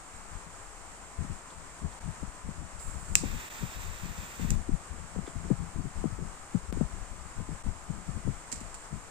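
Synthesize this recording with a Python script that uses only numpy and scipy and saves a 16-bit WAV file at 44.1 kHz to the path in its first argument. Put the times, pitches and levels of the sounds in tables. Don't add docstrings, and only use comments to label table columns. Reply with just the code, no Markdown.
import sys
import numpy as np
from scipy import signal
from scipy.fft import rfft, irfft
from scipy.io import wavfile

SR = 44100
rng = np.random.default_rng(int(sys.argv[2]) if len(sys.argv) > 2 else 0)


def transcribe(signal):
    frames = np.atleast_2d(signal).T
    limited = np.clip(frames, -1, 1)
    pcm = np.round(limited * 32767).astype(np.int16)
    wavfile.write(sys.argv[1], SR, pcm)


N = 401310
TIME = np.arange(N) / SR
HZ = np.fft.rfftfreq(N, 1 / SR)


def gain_of(db):
    return 10 ** (np.asarray(db) / 20)


def unit_rms(x):
    return x / np.sqrt(np.mean(x ** 2) + 1e-20)


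def lookup(points, hz, column=1):
    table = np.transpose(points)
    return np.interp(np.log(hz + 1), np.log(table[0] + 1), table[column])


def curve(points):
    return np.interp(TIME, *np.transpose(points))


def panned(db):
    return gain_of([[db / 2], [-db / 2]])


def add(mix, start_s, sound):
    part = mix[..., round(start_s * SR):][..., :sound.shape[-1]]
    part += sound[..., :part.shape[-1]]


def noise(colour, column=1):
    return unit_rms(irfft(rfft(rng.standard_normal(N)) * gain_of(lookup(colour, HZ, column)), N))


def drift(rate_hz):
    return unit_rms(irfft(rfft(rng.standard_normal(N)) * np.exp(-(HZ / rate_hz) ** 2), N))


def port_noise(spectra, correlation, lag_ms):
    shared, own = rfft(rng.standard_normal((2, N))) * np.sqrt(SR / 2)
    delayed = shared * np.exp(-2j * np.pi * HZ * lag_ms / 1000)
    left = correlation * delayed + np.sqrt(1 - correlation ** 2) * own
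    colour = gain_of([lookup(spectra, HZ, 1), lookup(spectra, HZ, 2)])
    return irfft(np.array([left, shared]) * colour, N)


def room_air(flutter_db=0.6):
    # f/Hz, left density/dB, right density/dB
    spectra = [(29, -67, -79.5), (140, -81.5, -86), (387, -83.5, -88), (840, -80, -87), (1180, -78.5, -87),
               (2075, -88, -89), (3640, -97.5, -97.5), (6140, -102.5, -91.5), (7490, -91.5, -82),
               (8320, -85.5, -90), (9010, -90, -92), (9570, -101.2, -102.7), (11900, -108.8, -108.8),
               (14800, -114.6, -113.1)]
    # f/Hz, correlation
    likeness = [(40, 0.46), (130, 0.64), (300, 0.84), (650, 0.46), (1400, 0.35), (3000, 0.38),
                (15000, -0.29)]
    air = port_noise(spectra, lookup(likeness, HZ), lag_ms=-0.084)
    return air * gain_of(flutter_db * drift(rate_hz=10))


def fan(speed_hz=67.95, waver=0.00201, swell_db=4.0, pan_db=4):
    # multiple of the speed, level/dB
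    orders = [(9, -80), (10, -72), (11, -73), (12, -72), (13, -72), (14, -74), (15, -70.5), (16, -76),
              (17, -81), (18, -74.5), (19, -74.5)]
    turns = np.cumsum(speed_hz * (1 + waver * drift(rate_hz=2.04))) / SR
    hum = np.zeros(N)
    for order, db in orders:
        level = gain_of(db + swell_db * drift(rate_hz=3.3))
        hum += level * np.sin(2 * np.pi * (order * turns + rng.random()))
    return np.sqrt(2) * hum * panned(pan_db)


def draught(attack_s=0.0086, release_s=0.032, calm_db=-57, calm_fine_db=-12,
            lumps_db=4.0, fine_lumps_db=2.5, turbulence_db=-2.5, left_db=-1, right_db=-20):
    # start/s, hold/s, rumble level/dB, turbulence offset/dB
    gusts = [(0.15, 0.025, -41, -6), (0.309, 0.045, -39, -10), (0.459, 0.015, -42, -6),
             (1.19, 0.04, -31.5, -9), (1.304, 0.049, -33.5, -5), (1.57, 0.071, -43, -10),
             (1.825, 0.049, -35, -4.5), (2.048, 0.031, -34.5, -8), (2.227, 0.018, -32.5, -8),
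             (2.452, 0.035, -31.5, -14), (2.56, 0.11, -39, -3.5), (2.753, 0.28, -38.5, -11.5),
             (3.087, 0.069, -30.5, -4.5), (3.228, 0.053, -29, -3), (3.303, 0.053, -27, -8.5),
             (3.611, 0.025, -27.5, -7), (3.76, 0.17, -31, -14.5), (4.032, .2, -40, -3.5),
             (4.402, 0.18, -26.5, -4), (4.685, 0.047, -31, -6), (4.902, 0.13, -38, -5),
             (5.163, 0.052, -34.5, -1.5), (5.362, 0.3, -35, -1.5), (5.754, 0.11, -37, 1.5),
             (5.956, 0.19, -36, -6), (6.192, 0.035, -26, -5.5), (6.552, 0.028, -30, -5.5),
             (6.687, 0.17, -31.5, -11), (6.88, 0.38, -40, -9.5), (7.387, 0.032, -31.5, -5),
             (7.49, 0.047, -36.5, -6.5), (7.649, 0.035, -28, -10.5), (7.899, 0.073, -32, -1),
             (8.085, 0.08, -36, -2.5), (8.26, 0.038, -29, -3), (8.578, 0.12, -39.5, -10),
             (8.925, 0.026, -31, -4)]
    # f/Hz, level/dB
    rumble_colour = [(8, -15), (22, 1.5), (40, 0.5), (60, -2), (95, -3.5), (125, -15.5), (170, -15.5),
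                     (260, -31), (500, -52), (1200, -81)]
    # f/Hz, level/dB
    fine_colour = [(40, -1.5), (100, -6.5), (170, 5), (260, -7), (400, -15), (650, -44), (1200, -50),
                   (3000, -80)]
    t = np.linspace(0, TIME[-1], N // 32)
    power = np.full(len(t), gain_of(calm_db) ** 2)
    fine_power = power * gain_of(calm_fine_db) ** 2
    for start_s, hold_s, db, fine_db in gusts:
        rise, fall = (t - start_s) / attack_s, (start_s + hold_s - t) / release_s
        swell = np.exp(np.minimum(rise, fall).clip(-20, 0))
        power += (gain_of(db) * swell) ** 2
        fine_power += (gain_of(db + fine_db) * swell) ** 2
    lumps = gain_of(lumps_db * drift(rate_hz=16.8))
    fine_lumps = gain_of(turbulence_db + fine_lumps_db * drift(rate_hz=46))
    rumble_gain = np.interp(TIME, t, np.sqrt(power)) * lumps
    fine_gain = np.interp(TIME, t, np.sqrt(fine_power)) * lumps * fine_lumps
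    left = noise(rumble_colour) * rumble_gain * gain_of(left_db) + noise(fine_colour) * fine_gain
    right = noise(rumble_colour) * rumble_gain * gain_of(right_db)
    return np.array([left, right])


def eddy(t, hz, phase, cycles=0.89, slowing=0.27):
    turns = (1 - np.exp(-slowing * hz * t)) / slowing
    return np.exp(-(turns / cycles) ** 2 / 2) * np.cos(2 * np.pi * (turns + phase))


def buffets(front_hz=437, edge_hz=730, edge_db=-5, wake_hz=154, wake_db=-10, wake_s=0.0192,
            rush_db=-22, rush_s=0.011, left_db=-1, right_db=-30):
    # t/s, thump level/dB, thump f/Hz, front level/dB, front lead/s
    thumps = [(0.335, -39, 109, -56, .003), (0.472, -38.5, 170, -54, 0.0025),
              (1.215, -25.5, 154, -44, 0.0017), (1.251, -30.5, 210, -46, .008),
              (1.309, -32, 111, -52, 0.004), (2.09, -23.5, 145, -48, 0.0052),
              (2.235, -25.5, 225, -34, 0.0026), (2.494, -25.5, 181, -38, 0.004),
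              (3.240, -18.5, 287, -26, 0.0014), (3.637, -20.5, 157, -38, .011),
              (4.400, -28.5, 257, -36, 0.0023), (4.451, -21.5, 193, -45, 0.0033),
              (4.521, -16.5, 140, -33, 0.0018), (4.694, -18.5, 266, -43, 0.00097),
              (5.167, -27, 189, -32, 0.0048), (5.192, -24, 204, -34, 0.0024),
              (5.280, -28, 364, -47, 0.0014), (5.507, -19.5, 350, -32, 0.0019),
              (5.516, -10.5, 196, -33, 0.0032), (5.858, -28, 173, -44, 0.0029),
              (6.044, -23, 283, -23.5, 0.0012), (6.06, -17, 199, -31, 0.002), (6.13, -27, 120, -50, 0.0035),
              (6.191, -28.5, 302, -37, 0.00091), (6.228, -25.5, 152, -41, 0.0018),
              (6.554, -12.5, 190, -39, 0.0032), (6.702, -24.5, 60, -46, 0.0023),
              (6.73, -23, 220, -27.5, 0.0046), (6.775, -26.5, 332, -48, 0.0018),
              (6.815, -11, 228, -24.5, 0.002), (7.408, -29, 214, -38, 0.007),
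              (7.493, -26.5, 282, -45, .002), (7.669, -22, 184, -58, 0.0045),
              (7.908, -26, 173, -44, 0.0032), (8.094, -23, 157, -46, 0.0035),
              (8.178, -28.5, 196, -41, .003), (8.288, -17, 145, -30, 0.011), (8.534, -33, 260, -49, .003),
              (8.617, -33, 227, -52, 0.0029), (8.933, -25, 155, -44, 0.0057)]
    # f/Hz, level/dB
    rush_colour = [(100, -9), (260, 2.5), (420, -2.5), (600, -10), (1000, -15.5), (2000, -38), (5000, -62)]
    eddies, rush_gain = np.zeros((2, N))
    t = np.arange(-SR // 30, SR // 15) / SR
    for (s, db, hz, front_db, lead_s), phase in zip(thumps, rng.random((len(thumps), 4))):
        front = gain_of(front_db) * eddy(t + lead_s, front_hz, phase[0])
        edge = gain_of(front_db + edge_db) * eddy(t + lead_s, edge_hz, phase[3])
        thump = gain_of(db) * eddy(t, hz, phase[1])
        wake = gain_of(db + wake_db) * eddy(t - wake_s, wake_hz, phase[2])
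        add(eddies, s + t[0], front + edge + thump + wake)
        add(rush_gain, s + t[0], gain_of(db + rush_db) * np.exp(-(t / rush_s) ** 2))
    return (eddies + rush_gain * noise(rush_colour)) * gain_of([[left_db], [right_db]])


def creaks(grain_db=4, rise_s=0.0011):
    # t/s, level/dB, f/Hz, half width/Hz, decay/s
    slips = [(1.499, -53, 3700, 750, 0.0074), (1.923, -54, 3700, 900, .007), (5.263, -49, 1400, 900, 0.034),
             (5.266, -56.5, 3380, 400, .02)]
    out, t = np.zeros((2, N)), np.arange(SR // 8) / SR
    bins_hz = np.fft.rfftfreq(len(t), 1 / SR)
    grains = unit_rms(gain_of(grain_db * drift(rate_hz=1600)))
    for s, db, hz, width_hz, decay_s in slips:
        band = np.exp(-((bins_hz - hz) / width_hz) ** 2)
        ring = unit_rms(irfft(rfft(rng.standard_normal(len(t))) * band, len(t)))
        add(out, s, ring * gain_of(db) * np.exp(-t / decay_s) * (1 - np.exp(-t / rise_s)))
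    return out * grains


def walls(x, first_s=0.0045, tap_density=0.15):
    # f/Hz, level/dB
    colour = [(200, 13), (1500, -8.5), (3000, -4.5), (3900, 1), (4600, 3), (5400, 1), (6500, -1.5),
              (7800, 2), (9200, 0.5), (10500, -5), (13500, -8), (15000, 1)]
    # f/Hz, t60/s
    decay = [(300, 0.35), (4000, 0.34), (8000, 0.27), (15000, 0.23)]
    taps = rng.standard_normal((2, SR // 2)) * (rng.random((2, SR // 2)) < tap_density)
    hz, t, frames = signal.stft(taps, SR, nperseg=256)
    frames *= gain_of(lookup(colour, hz)[:, None] - 60 * t / lookup(decay, hz)[:, None])
    tail = signal.istft(frames, SR, nperseg=256)[1]
    tail *= np.arange(tail.shape[1]) / SR > first_s
    return signal.fftconvolve(x, tail / np.linalg.norm(tail[0]), axes=1)[:, :N]


def gas():
    # f/Hz, left density/dB, right density/dB
    spectra = [(3000, -102, -103), (5000, -103.7, -101.0), (6240, -103.7, -96), (7560, -94.0, -71.5),
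               (8300, -91.9, -87), (9250, -87, -86), (10000, -102.1, -100.2), (12300, -111.2, -109.7),
               (15000, -99, -97.5)]
    # t/s, level/dB
    flow = [(2.76, -50), (2.80, 1), (2.88, 0), (2.94, -6), (3.14, -3.5), (3.24, -10), (3.32, -50)]
    return port_noise(spectra, 0.62, lag_ms=0.43) * gain_of(curve(flow))


def crinkles(grain_db=5, rise_s=0.00022):
    # t/s, level/dB, pan/dB, decay/s
    bursts = [(2.796, -51, -8, .006), (8.468, -51, -1, .008), (8.516, -33.5, -5, 0.0086),
              (8.524, -33, -11, 0.0064), (8.540, -44, -1, 0.013), (8.555, -45.5, -8, 0.025),
              (8.606, -45, -3, .01), (8.744, -38, -6, 0.0036), (8.750, -47, -3, .008)]
    # f/Hz, left level/dB, right level/dB
    colour = [(200, 8, 2), (1200, -16, -16), (2200, 4, -6), (3700, -18, -15), (4300, -1, -2.5),
              (6000, -17, -3), (6800, -3, -2), (7300, 2, 11), (8000, 8, 5), (8700, 8, -7), (9400, -3, -14),
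              (10200, -20, -24), (12000, -14, -20), (15000, -21, -27)]
    envelope, t = np.zeros((2, N)), np.arange(SR // 8) / SR
    for s, db, pan_db, decay_s in bursts:
        add(envelope, s, gain_of(db) * panned(pan_db) * np.exp(-t / decay_s) * (1 - np.exp(-t / rise_s)))
    grains = unit_rms(gain_of(grain_db * drift(rate_hz=1500)))
    return envelope * grains * np.array([noise(colour, column=1), noise(colour, column=2)])


def jet(flutter_db=1.17):
    # f/Hz, left density/dB, right density/dB
    spectra = [(590, -89.5, -87), (1040, -79, -81.5), (1530, -93, -79.5), (1870, -77.5, -84.5),
               (2650, -83, -82), (3030, -83, -87), (3600, -93, -93), (4400, -91.5, -90), (6300, -96, -86),
               (7460, -96, -77.5), (8460, -95, -92), (9900, -104.5, -103.6), (12000, -109, -94),
               (13600, -96, -90), (15200, -96, -93)]
    # t/s, level/dB
    strength = [(3.15, -50), (3.17, -14), (3.28, 1.5), (3.55, -0.5), (3.9, -2.5), (4.2, -2.5), (4.49, -3),
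                (4.515, 1), (4.55, -6), (4.60, -55)]
    # f/Hz, half width/Hz, gain/dB
    ripples = [(2150, 96, -2), (3000, 120, -12), (3500, 280, 1), (4300, 200, 1), (5200, 110, -18),
               (5600, 220, 1), (6200, 200, -24), (6600, 150, 5), (12900, 220, 4), (13350, 170, -18)]
    hiss = gas()
    burning = gain_of(curve(strength) + flutter_db * drift(rate_hz=26))
    left, right = hiss + port_noise(spectra, 0.57, lag_ms=0.238) * burning
    ripple_db = sum(db * np.exp(-((HZ - hz) / width_hz) ** 2) for hz, width_hz, db in ripples)
    left = irfft(rfft(left) * gain_of(ripple_db), N)
    return np.array([left, right]) + nozzle() * burning


def nozzle(flutter_db=1.5, wander=0.008):
    # f/Hz, half width/Hz, density/dB
    resonances = [(1806, 170, -87), (2490, 170, -90), (3620, 360, -86), (5480, 230, -96),
                  (13550, 400, -100), (15350, 400, -93)]
    detune, out = wander * drift(rate_hz=6), np.zeros(N)
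    for hz, width_hz, db in resonances:
        band = gain_of(db) * np.exp(-((HZ - hz) / width_hz) ** 2)
        analytic = np.fft.ifft(rfft(rng.standard_normal(N)) * band, N) * np.sqrt(2 * SR)
        out += (analytic * np.exp(2j * np.pi * np.cumsum(hz * detune) / SR)).real
    return out * gain_of(flutter_db * drift(rate_hz=14))


def clicks(low_hz=4900, high_hz=11000, crack_db=-14, crack_s=0.0012,
           left_lag_s=0.000268, low_delay_s=0.000537, highpass_hz=1050):
    # f/Hz, left level/dB, right level/dB, swell and decay time/ms
    body = [(1334, -18, -18, 0.62), (1860, -19.5, -12.5, 0.34), (2730, -7.5, -19, 0.35),
            (3290, -15, -30, 0.41), (4300, -31, -17, 0.27), (5070, -15.5, -25, 0.42),
            (5970, -23, -7.5, 0.36), (7110, -15, -3.5, 0.47), (7870, -7.5, -10, 0.47),
            (8940, -13.5, -10.5, 0.4), (11100, -29, -24, 0.3), (12140, -32, -24, 0.4),
            (14550, -29, -17, 0.28)]
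    # t/s, level/dB, pan/dB, low modes and crack offset/dB, top modes offset/dB
    blows = [(3.1534, 0.5, 4, 1, -2), (3.1553, -11.5, 13, -5, 0), (4.5047, -14.5, 0, -5.5, -3),
             (4.507, -24, 6, -10, -2), (8.5175, -34, -7, -7, -9), (8.524, -33, -6, -6, -9),
             (8.5262, -30, -8, -5, -12), (8.5315, -37, -6, -5, -8), (8.541, -39, -5, -4, -6),
             (8.5592, -37, -6, -4, -6), (8.6051, -36, -3, -2, -6), (8.7433, -36, -6, -1, -15)]
    # f/Hz, level/dB
    crack_colour = [(800, -12), (1400, 8), (2700, -3), (3700, -7), (4800, -9), (6500, 2), (9000, -4),
                    (10500, -11), (15000, -17)]
    out, t = np.zeros((2, N)), np.arange(SR // 40) / SR
    hz, left_db, right_db, swell_ms = np.transpose(body)[:, :, None]
    lowness = 1 / (1 + (hz / low_hz) ** 4)
    highness = 1 / (1 + (high_hz / hz) ** 8)
    since_s = np.maximum(t - low_delay_s * lowness, 0)
    age = since_s * 1000 / swell_ms
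    ring = age * np.exp(1 - age) * np.sin(2 * np.pi * hz * since_s)
    grits = noise(crack_colour)[:len(blows) * len(t)].reshape(-1, len(t))
    metal = spring()
    for (s, db, pan_db, low_db, high_db), grit in zip(blows, grits):
        modes = ring * gain_of(low_db * lowness + high_db * highness)
        crack = grit * gain_of(crack_db + low_db) * np.exp(-t / crack_s)
        ports = np.array([(modes * gain_of(port_db)).sum(0) + crack for port_db in (left_db, right_db)])
        gains = gain_of(db) * panned(pan_db)
        left, right = ports * gains
        add(out[0], s + left_lag_s, left)
        add(out[1], s, right)
        add(out, s, metal * gains)
    return signal.sosfilt(signal.butter(4, highpass_hz, "highpass", fs=SR, output="sos"), out)


def spring(rise_s=0.001):
    # f/Hz, left level/dB, right level/dB, t60/s
    partials = [(4050, -49, -50, .14), (5350, -39, -43, .07), (5500, -40, -42, .1), (6200, -46, -40, .06),
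                (7040, -44, -30, 0.044), (7140, -31, -22, .028), (7570, -40, -24, 0.11),
                (7550, -50, -42, 0.38), (7800, -27, -35, .025), (8200, -39, -41, 0.071)]
    t = np.arange(SR // 4) / SR
    hz, left_db, right_db, t60_s = np.transpose(partials)[:, :, None]
    modes = gain_of(-60 * t / t60_s) * np.sin(2 * np.pi * hz * t) * (1 - np.exp(-t / rise_s))
    return np.array([(modes * gain_of(port_db)).sum(0) for port_db in (left_db, right_db)])


def tick(start_s=6.7265, level_db=-17.5, decay_s=0.00016, right_db=-18):
    out, t = np.zeros(N), np.arange(SR // 200) / SR
    add(out, start_s, gain_of(level_db) * np.exp(-t / decay_s))
    return out * gain_of([[0], [right_db]])


def scene(echo_left_db=-14.5, echo_right_db=-10, spill_db=-19):
    hits = clicks() + crinkles() + creaks()
    echoes = walls(hits) * gain_of([[echo_left_db], [echo_right_db]])
    spill = walls(hits[::-1]) * gain_of(spill_db)
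    return hits + echoes + spill + tick() + jet() + room_air() + fan() + draught() + buffets()


def record(dry, ceiling=0.85, lowpass_hz=15500):
    # t/s, half width/s, gain/dB
    dips = [(1.999, 0.0057, -9), (3.495, 0.0054, -9), (6.718, 0.0081, -10.5), (7.632, 0.0046, -13.5)]
    dip_db = sum(db * np.exp(-((TIME - s) / width_s) ** 2) for s, width_s, db in dips)
    clipped = np.clip(dry * gain_of(dip_db), -ceiling, ceiling)
    lowpass = signal.firwin(401, lowpass_hz, window=("kaiser", 9), fs=SR)
    return signal.oaconvolve(clipped, lowpass[None], "same")


dry = scene()
out = record(dry)
transcribe(out)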